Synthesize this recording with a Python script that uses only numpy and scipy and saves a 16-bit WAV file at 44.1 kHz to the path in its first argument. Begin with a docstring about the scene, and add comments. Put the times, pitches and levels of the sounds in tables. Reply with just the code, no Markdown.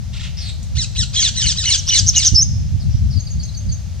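"""Small birds squabble in dry open woodland: falling squawks, held cries that break downward, stuttering
chips and one upslurred whistle. Each voice is a harmonic source, the syrinx, filtered by throat and beak,
then reflected by the ground and scattered by the trees. Farther off, others rasp, churr and peep, and a
twig snaps. Turbulence in a light wind buffets each side of the microphone over a faint outdoor hush."""
import sys
import numpy as np
from scipy import signal
from scipy.fft import rfft, irfft
from scipy.io import wavfile
from scipy.ndimage import uniform_filter1d, minimum_filter1d

SR = 44100
rng = np.random.default_rng(int(sys.argv[2]) if len(sys.argv) > 2 else 0)


def dump_mix(stems):
    """Bounce the given channels to the path in sys.argv[1] as a 16-bit WAV at rate SR."""
    frames = np.atleast_2d(stems).T  # one column per channel
    limited = np.clip(frames, -1, 1)  # hard clip at full scale
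    pcm = np.round(limited * 32767).astype(np.int16)
    wavfile.write(sys.argv[1], SR, pcm)


N = 176400
TIME = np.arange(N) / SR

# resonances of throat and beak, for near and for far birds: (frequency [Hz], gain [dB])
NEAR_THROAT = [(1100, -22.5), (2000, -18.5), (2500, -6), (3100, -4), (4200, 3), (5000, 0.5), (6300, -1.5),
               (8300, -8), (9500, -35.5), (15000, -66)]
FAR_THROAT = [(1000, -17), (1700, -4.5), (2300, 3), (3500, 5), (6300, -5), (8000, -10), (11000, -34.5)]


def from_db(db):
    """Amplitude ratio from decibels."""
    return 10 ** (np.asarray(db) / 20)


def unit_rms(x):
    """Normalisation to unit RMS."""
    return x / np.sqrt(np.mean(x ** 2) + 1e-20)


def at_hz(points, hz):
    """Interpolation on a log-frequency axis."""
    f, value = np.transpose(points)
    return np.interp(np.log(np.maximum(hz, 1)), np.log(f), value)


def colour(x, spectrum):
    """Spectral shaping by (frequency [Hz], gain [dB]) points, at unit RMS."""
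    size = x.shape[-1]
    gain = from_db(at_hz(spectrum, np.fft.rfftfreq(size, 1 / SR)))
    return unit_rms(irfft(rfft(x) * gain, size))


def drift(rate_hz, size):
    """Low-pass filtered noise: a smooth random wander with a spread near 1."""
    pole = np.exp(-2 * np.pi * rate_hz / SR)
    wander = signal.lfilter([1], [1, -2 * pole, pole * pole], rng.standard_normal(SR // 2))
    return unit_rms(wander)[SR // 10:][:size]


def ramp(length_s):
    """Linear progress from 0 to 1 through a note."""
    return np.linspace(0, 1, max(int(length_s * SR), 2))


def add(track, s, sound):
    """Superposition of a sound on a track, from time s."""
    i = max(int(s * SR), 0)
    track[i:i + len(sound)] += sound[:N - i]


def diffuse(size):
    """Diffuse-field noise: coherence between the two sides falls as frequency rises."""
    # likeness of left and right: (frequency [Hz], coherence [ratio])
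    likeness = [(600, 0.77), (4500, 0.62), (7000, 0)]
    mid, side = rfft(rng.standard_normal((2, size)))
    coherence = at_hz(likeness, np.fft.rfftfreq(size, 1 / SR))
    return irfft(np.sqrt(1 + coherence) * mid + np.sqrt(1 - coherence) * side * [[1], [-1]], size)


def hush():
    """Faint ambient noise, arriving from all round as a diffuse field."""
    # outdoor noise spectrum: (frequency [Hz], relative density [dB])
    spectrum = [(400, -5), (600, 1), (1000, -9), (1800, -8), (3000, -6.5), (4300, -4), (6300, -2),
                (8000, -12.5), (10000, -18), (15000, -23)]
    return from_db(-46) * colour(diffuse(N), spectrum)


def wind():
    """Turbulent pressure, independent on each side; breeze and buffets add in power."""
    # buffets: (time [s], Gaussian half-width [s], left level [dB], right level [dB])
    gusts = [(0.771, 0.034, -35, -13.5), (1.008, 0.024, -14, -20.5), (1.466, 0.021, -13.5, -50),
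             (2.037, .04, -13, -40), (2.13, 0.12, -46, -21), (2.34, 0.012, -22, -2.5),
             (2.545, 0.14, -18, -17), (2.753, 0.031, -28, -11.5), (2.883, 0.032, -11, -17.5),
             (2.948, 0.0065, -16, -6.5), (3.047, 0.052, -11, -15), (3.17, 0.013, -5.5, -26),
             (3.374, 0.033, -17.5, -17.5), (3.694, 0.035, -20, -15)]
    # steady breeze: (left level [dB], right level [dB])
    breeze_db = [-22.5, -27.5]
    # turbulence spectrum: (frequency [Hz], relative density [dB])
    spectrum = [(20, -27), (35, -13), (65, 2), (100, -0.5), (200, -16.5), (300, -37.5), (450, -66),
                (900, -74.5)]
    power = from_db(breeze_db)[:, None] ** 2 * np.ones(N)
    for s, half_s, left_db, right_db in gusts:
        swell = np.exp(-((TIME - s) / half_s) ** 2 / 2)
        power += (from_db([[left_db], [right_db]]) * swell) ** 2
    eddies = colour(rng.standard_normal((2, N)), spectrum)
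    eddies /= np.sqrt(uniform_filter1d(uniform_filter1d(eddies ** 2, 1500), 1500))   # even out the level
    # hard buffets bring out eddies an octave higher
    small_eddies = colour(rng.standard_normal((2, N)), np.array(spectrum) * [2, 1])
    return eddies * np.sqrt(power) + from_db(-16) * small_eddies * power


def woodland(x, left_lead_us, wet_db):
    """Multipath propagation: direct sound, a ground reflection, and scatter from brush and trunks."""
    trunks_t60_s, brush_t60_s, echo_s = .7, .12, .0028
    t = TIME[:SR]
    decay = from_db(-60 * t / trunks_t60_s) + from_db(10 - 60 * t / brush_t60_s)
    build_up = 1 - np.exp(-t / .0021)
    scatter = diffuse(SR) * decay * build_up
    scatter *= from_db(wet_db) / np.sqrt((scatter ** 2).sum() / 2)
    minus_jw = -2j * np.pi * np.fft.rfftfreq(N + SR, 1 / SR)
    lag_s = left_lead_us / 2e6 * np.array([[-1], [1]])
    ground_comb = 1 + from_db(-9) * np.exp(minus_jw * echo_s)
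    response = np.exp(minus_jw * lag_s) * ground_comb + rfft(scatter, N + SR)
    return irfft(rfft(x, N + SR) * response, N + SR)[:, :N]


def twig():
    """Brittle fracture: a band of noise that decays exponentially."""
    out = np.zeros(N)
    peak_hz, decay_s = 6600, .0015
    snap = colour(rng.standard_normal(SR // 20), [(peak_hz / 2, -25), (peak_hz, 0), (peak_hz * 2, -30)])
    add(out, .629, from_db(-28) * snap * np.exp(-TIME[:len(snap)] / decay_s))
    return out


def syrinx(hz, db, throat, jitter, hiss_db, jitter_hz=350, flutter_db=2, edge_s=.00091,
           tilt_db=0, rasp=0):
    """Source-filter voice: jittering harmonics and air noise, weighted by the throat's resonances."""
    size, wander_db, rasp_hz = len(hz), 3, 699
    hz = hz * (1 + jitter * drift(jitter_hz, size))
    phase = 2 * np.pi * np.cumsum(hz) / SR
    k = np.arange(1, 10)[:, None]   # harmonic numbers
    wander = wander_db * np.array([drift(55, size) for _ in k])
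    weights = from_db(at_hz(throat, k * hz) + wander + tilt_db * (k - 1)) * (k * hz < SR / 2)
    tone = (weights * np.sin(k * phase)).sum(0) / np.sqrt((weights ** 2).sum(0) / 2)
    # amplitude modulation puts rasping sidebands between the harmonics
    rattle_hz = rasp_hz * (1 + drift(jitter_hz, size) / 2)
    rattle = np.sin(2 * np.pi * np.cumsum(rattle_hz) / SR)
    tone = unit_rms(tone * (1 + rasp * rattle))
    air = from_db(hiss_db) * colour(rng.standard_normal(SR // 2), throat)[:size]
    edges = np.minimum(1, np.minimum(TIME[:size], TIME[:size][::-1]) / edge_s)
    return (tone + air) * edges * from_db(db + flutter_db * drift(280, size))


def far_slurs():
    """Linear frequency sweeps, each falling by a quarter."""
    # quick slurs: (time [s], duration [s], start pitch [Hz], level [dB])
    notes = [(2.799, 0.032, 5300, -44), (3.1, 0.034, 5510, -42), (3.125, 0.027, 5830, -43.5),
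             (3.43, 0.027, 5260, -41.5)]
    out = np.zeros(N)
    for s, length_s, start_hz, db in notes:
        hz = start_hz * (1 - .25 * ramp(length_s))
        add(out, s, syrinx(hz, db, FAR_THROAT, jitter=.0096, hiss_db=-25))
    return out


def far_scolding():
    """Deep random frequency modulation makes calls hoarse; a train of rising sweeps makes a churr."""
    # hoarse calls: (time [s], duration [s], start pitch [Hz], end pitch [Hz], level [dB])
    rasps = [(0.366, 0.059, 5430, 5070, -37.5), (0.41, 0.098, 4603, 3700, -36),
             (2.892, 0.1, 5370, 5470, -50)]
    # sweeps of the churr: (time [s], level [dB])
    churr = [(.128, -39.5), (0.158, -40), (.192, -36), (0.227, -35.5), (0.251, -38.5)]
    out = np.zeros(N)
    for s, length_s, start_hz, end_hz, db in rasps:
        hz = start_hz + (end_hz - start_hz) * ramp(length_s)
        add(out, s, syrinx(hz, db, FAR_THROAT, jitter=.0758, hiss_db=-8, jitter_hz=587,
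                           flutter_db=3.5, edge_s=.0079))
    sweep_hz = 850 + (1613 - 850) * ramp(.03) ** 1.5
    for s, db in churr:
        add(out, s, syrinx(sweep_hz, db, FAR_THROAT, jitter=.012, hiss_db=-11, edge_s=.005))
    return out


def far_peeps():
    """Falling glides that level out; weak overtones make them thin."""
    # peeps: (time [s], end pitch [Hz], level [dB])
    notes = [(3.11, 4680, -52.5), (3.16, 4490, -35.5), (3.18, 4150, -41.5), (3.194, 6240, -33),
             (3.262, 4450, -34.5), (3.301, 6280, -37), (3.392, 4300, -35.5), (3.426, 6180, -32),
             (3.474, 3950, -42.5), (3.537, 4395, -36), (3.567, 6190, -30.5), (3.686, 4390, -37.5),
             (3.715, 6220, -31)]
    out = np.zeros(N)
    for s, end_hz, db in notes:
        length_s, drop_hz = rng.uniform(.8, 1.2, 2) * [.0256, 637]
        hz = end_hz + drop_hz * (1 - ramp(length_s)) ** 1.8
        add(out, s, syrinx(hz, db, FAR_THROAT, jitter=.0089, hiss_db=-44, edge_s=.0094, tilt_db=-5))
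    return out


def whistle():
    """A nearly pure tone, frequency-modulated along a wavering upward slur."""
    # whistle contour: (time [s], pitch [Hz], level [dB])
    contour = [(2.346, 5510, -7), (2.348, 6310, -17.5), (2.354, 4460, -16.5), (2.356, 5815, -14),
               (2.362, 5075, -8), (2.385, 5355, -10), (2.403, 5330, -15.5), (2.414, 5760, -14),
               (2.429, 6460, -9.5), (2.435, 6530, -20)]
    out = np.zeros(N)
    s, hz, db = np.transpose(contour)
    t = np.arange(s[0], s[-1], 1 / SR)
    add(out, s[0], syrinx(np.interp(t, s, hz), np.interp(t, s, db), NEAR_THROAT,
                          jitter=.0036, hiss_db=-47, flutter_db=1.36))
    return out


def chips():
    """Coupled frequency and amplitude modulation: each chip stutters upward, then slides down."""
    # chips: (time of top [s], stutter [s], top pitch [Hz], slide [s], end pitch [Hz], level [dB])
    notes = [(1.791, 0.039, 6440, 0.0134, 5070, -20), (1.891, 0.025, 5840, 0.019, 5060, -14),
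             (1.989, 0.019, 6600, 0.013, 4660, -9), (2.09, 0.026, 6390, 0.0125, 5040, -7),
             (2.181, 0.025, 6665, 0.0067, 5090, -4), (2.275, 0.03, 6394, 0.009, 4990, -3)]
    rate_hz, swing_hz, climb_hz, dip_db, grow_db = 161, 628, 1013, 20, 8.5
    out = np.zeros(N)
    for s, stutter_s, top_hz, slide_s, end_hz, db in notes:
        remaining, slide = 1 - ramp(stutter_s), ramp(slide_s)
        swing = np.cos(2 * np.pi * rate_hz * stutter_s * remaining)
        stutter_hz = top_hz - climb_hz * remaining + swing_hz * (swing - .3)
        stutter_db = -grow_db * remaining + dip_db * (swing - 1) / 2 * np.sqrt(remaining)
        hz = np.r_[stutter_hz, top_hz + (end_hz - top_hz) * slide]
        level = db + np.r_[stutter_db, -10 * slide ** 2]
        add(out, s - stutter_s, syrinx(hz, level, NEAR_THROAT, jitter=.008, hiss_db=-25,
                                       flutter_db=1.2, edge_s=.001))
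    breath = colour(rng.standard_normal(N), [(5000, -16), (12000, -6)])
    return out + from_db(-30.5) * np.abs(out) * breath


def swoop(track, top_s, top_hz, db):
    """Onset transient of a squawk or cry: pitch, level and overtones rise together until top_s."""
    length_s = .034
    rise = ramp(length_s)
    hz = top_hz * (.35 + .65 * rise)
    level = db - .5 - 20 * (1 - rise)
    add(track, top_s - length_s, syrinx(hz, level, NEAR_THROAT, jitter=.05, hiss_db=-11,
                                        edge_s=.005, tilt_db=-2.5 * (1 - rise)))


def cries():
    """Register break: a held note roughens, then jumps to a lower one that falls."""
    # cries: (time [s], hold [s], held pitch [Hz], held level [dB],
    #         fall [s], end pitch [Hz], fall level [dB])
    calls = [(1.162, 0.065, 3338, -16.5, 0.066, 1464, -15.5), (1.425, 0.038, 3096, -17, 0.066, 1456, -16),
             (1.663, 0.038, 2995, -14, 0.062, 1465, -14), (1.906, .042, 3025, -14.5, .054, 1477, -13),
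             (2.162, 0.037, 2920, -17.5, 0.06, 1459, -18)]
    break_hz = 2352
    out = np.zeros(N)
    for s, hold_s, held_hz, held_db, fall_s, end_hz, fall_db in calls:
        hold, fall = ramp(hold_s), ramp(fall_s)
        upper_hz = held_hz * (1 - .114 * hold ** 3)
        lower_hz = break_hz + (end_hz - break_hz) * fall ** .81
        swoop(out, s, break_hz, held_db)
        add(out, s, syrinx(upper_hz, held_db - 3 * hold, NEAR_THROAT, jitter=.006, hiss_db=-17,
                           tilt_db=-12 + 15 * hold, rasp=hold / 2))
        add(out, s + hold_s, syrinx(lower_hz, fall_db - 2 * fall, NEAR_THROAT,
                                    jitter=.017, hiss_db=-16, rasp=.45))
    return out


def squawks():
    """Resonance lifts the overtones above the fundamental: nasal calls that sag ever faster."""
    # squawks: (time of top [s], fall [s], top pitch [Hz], end pitch [Hz], level [dB])
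    calls = [(.782, 0.066, 2097, 1246, -21), (0.98, 0.061, 2018, 1303, -19),
             (1.173, 0.063, 2015, 1403, -19), (1.373, 0.073, 2007, 1445, -20),
             (1.582, 0.062, 2010, 1300, -19.5), (1.932, 0.049, 2108, 1657, -18.5),
             (2.241, 0.053, 2040, 1389, -21.5)]
    out = np.zeros(N)
    for s, fall_s, top_hz, end_hz, db in calls:
        fall = ramp(fall_s)
        hz = top_hz + (end_hz - top_hz) * fall ** 1.55
        swoop(out, s, top_hz, db)
        add(out, s, syrinx(hz, db - 3 * fall, NEAR_THROAT, jitter=.016, hiss_db=-17, flutter_db=2.5))
    return out


def scene():
    """Superposition of birds, wind and hush; far sources have a larger share of scattered sound."""
    near = woodland(squawks(), left_lead_us=58, wet_db=-7)
    near += woodland(cries(), left_lead_us=48, wet_db=-7)
    near += woodland(chips() + whistle(), left_lead_us=11, wet_db=-11)
    far = woodland(far_peeps(), left_lead_us=-38, wet_db=-.5)
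    far += woodland(far_scolding() + twig() + far_slurs(), left_lead_us=-37, wet_db=1)
    return near + far + wind() + hush()


def record(dry):
    """Fast peak limiting, then a low-pass filter that stops the treble above 16 kHz."""
    gain = minimum_filter1d(np.minimum(1, .98 / np.abs(dry).max(0)), size=265)
    limited = dry * uniform_filter1d(uniform_filter1d(gain, size=131), size=131)
    return signal.sosfilt(signal.cheby2(20, 80, 16000, fs=SR, output="sos"), limited)


dry = scene()
out = record(dry)
dump_mix(out)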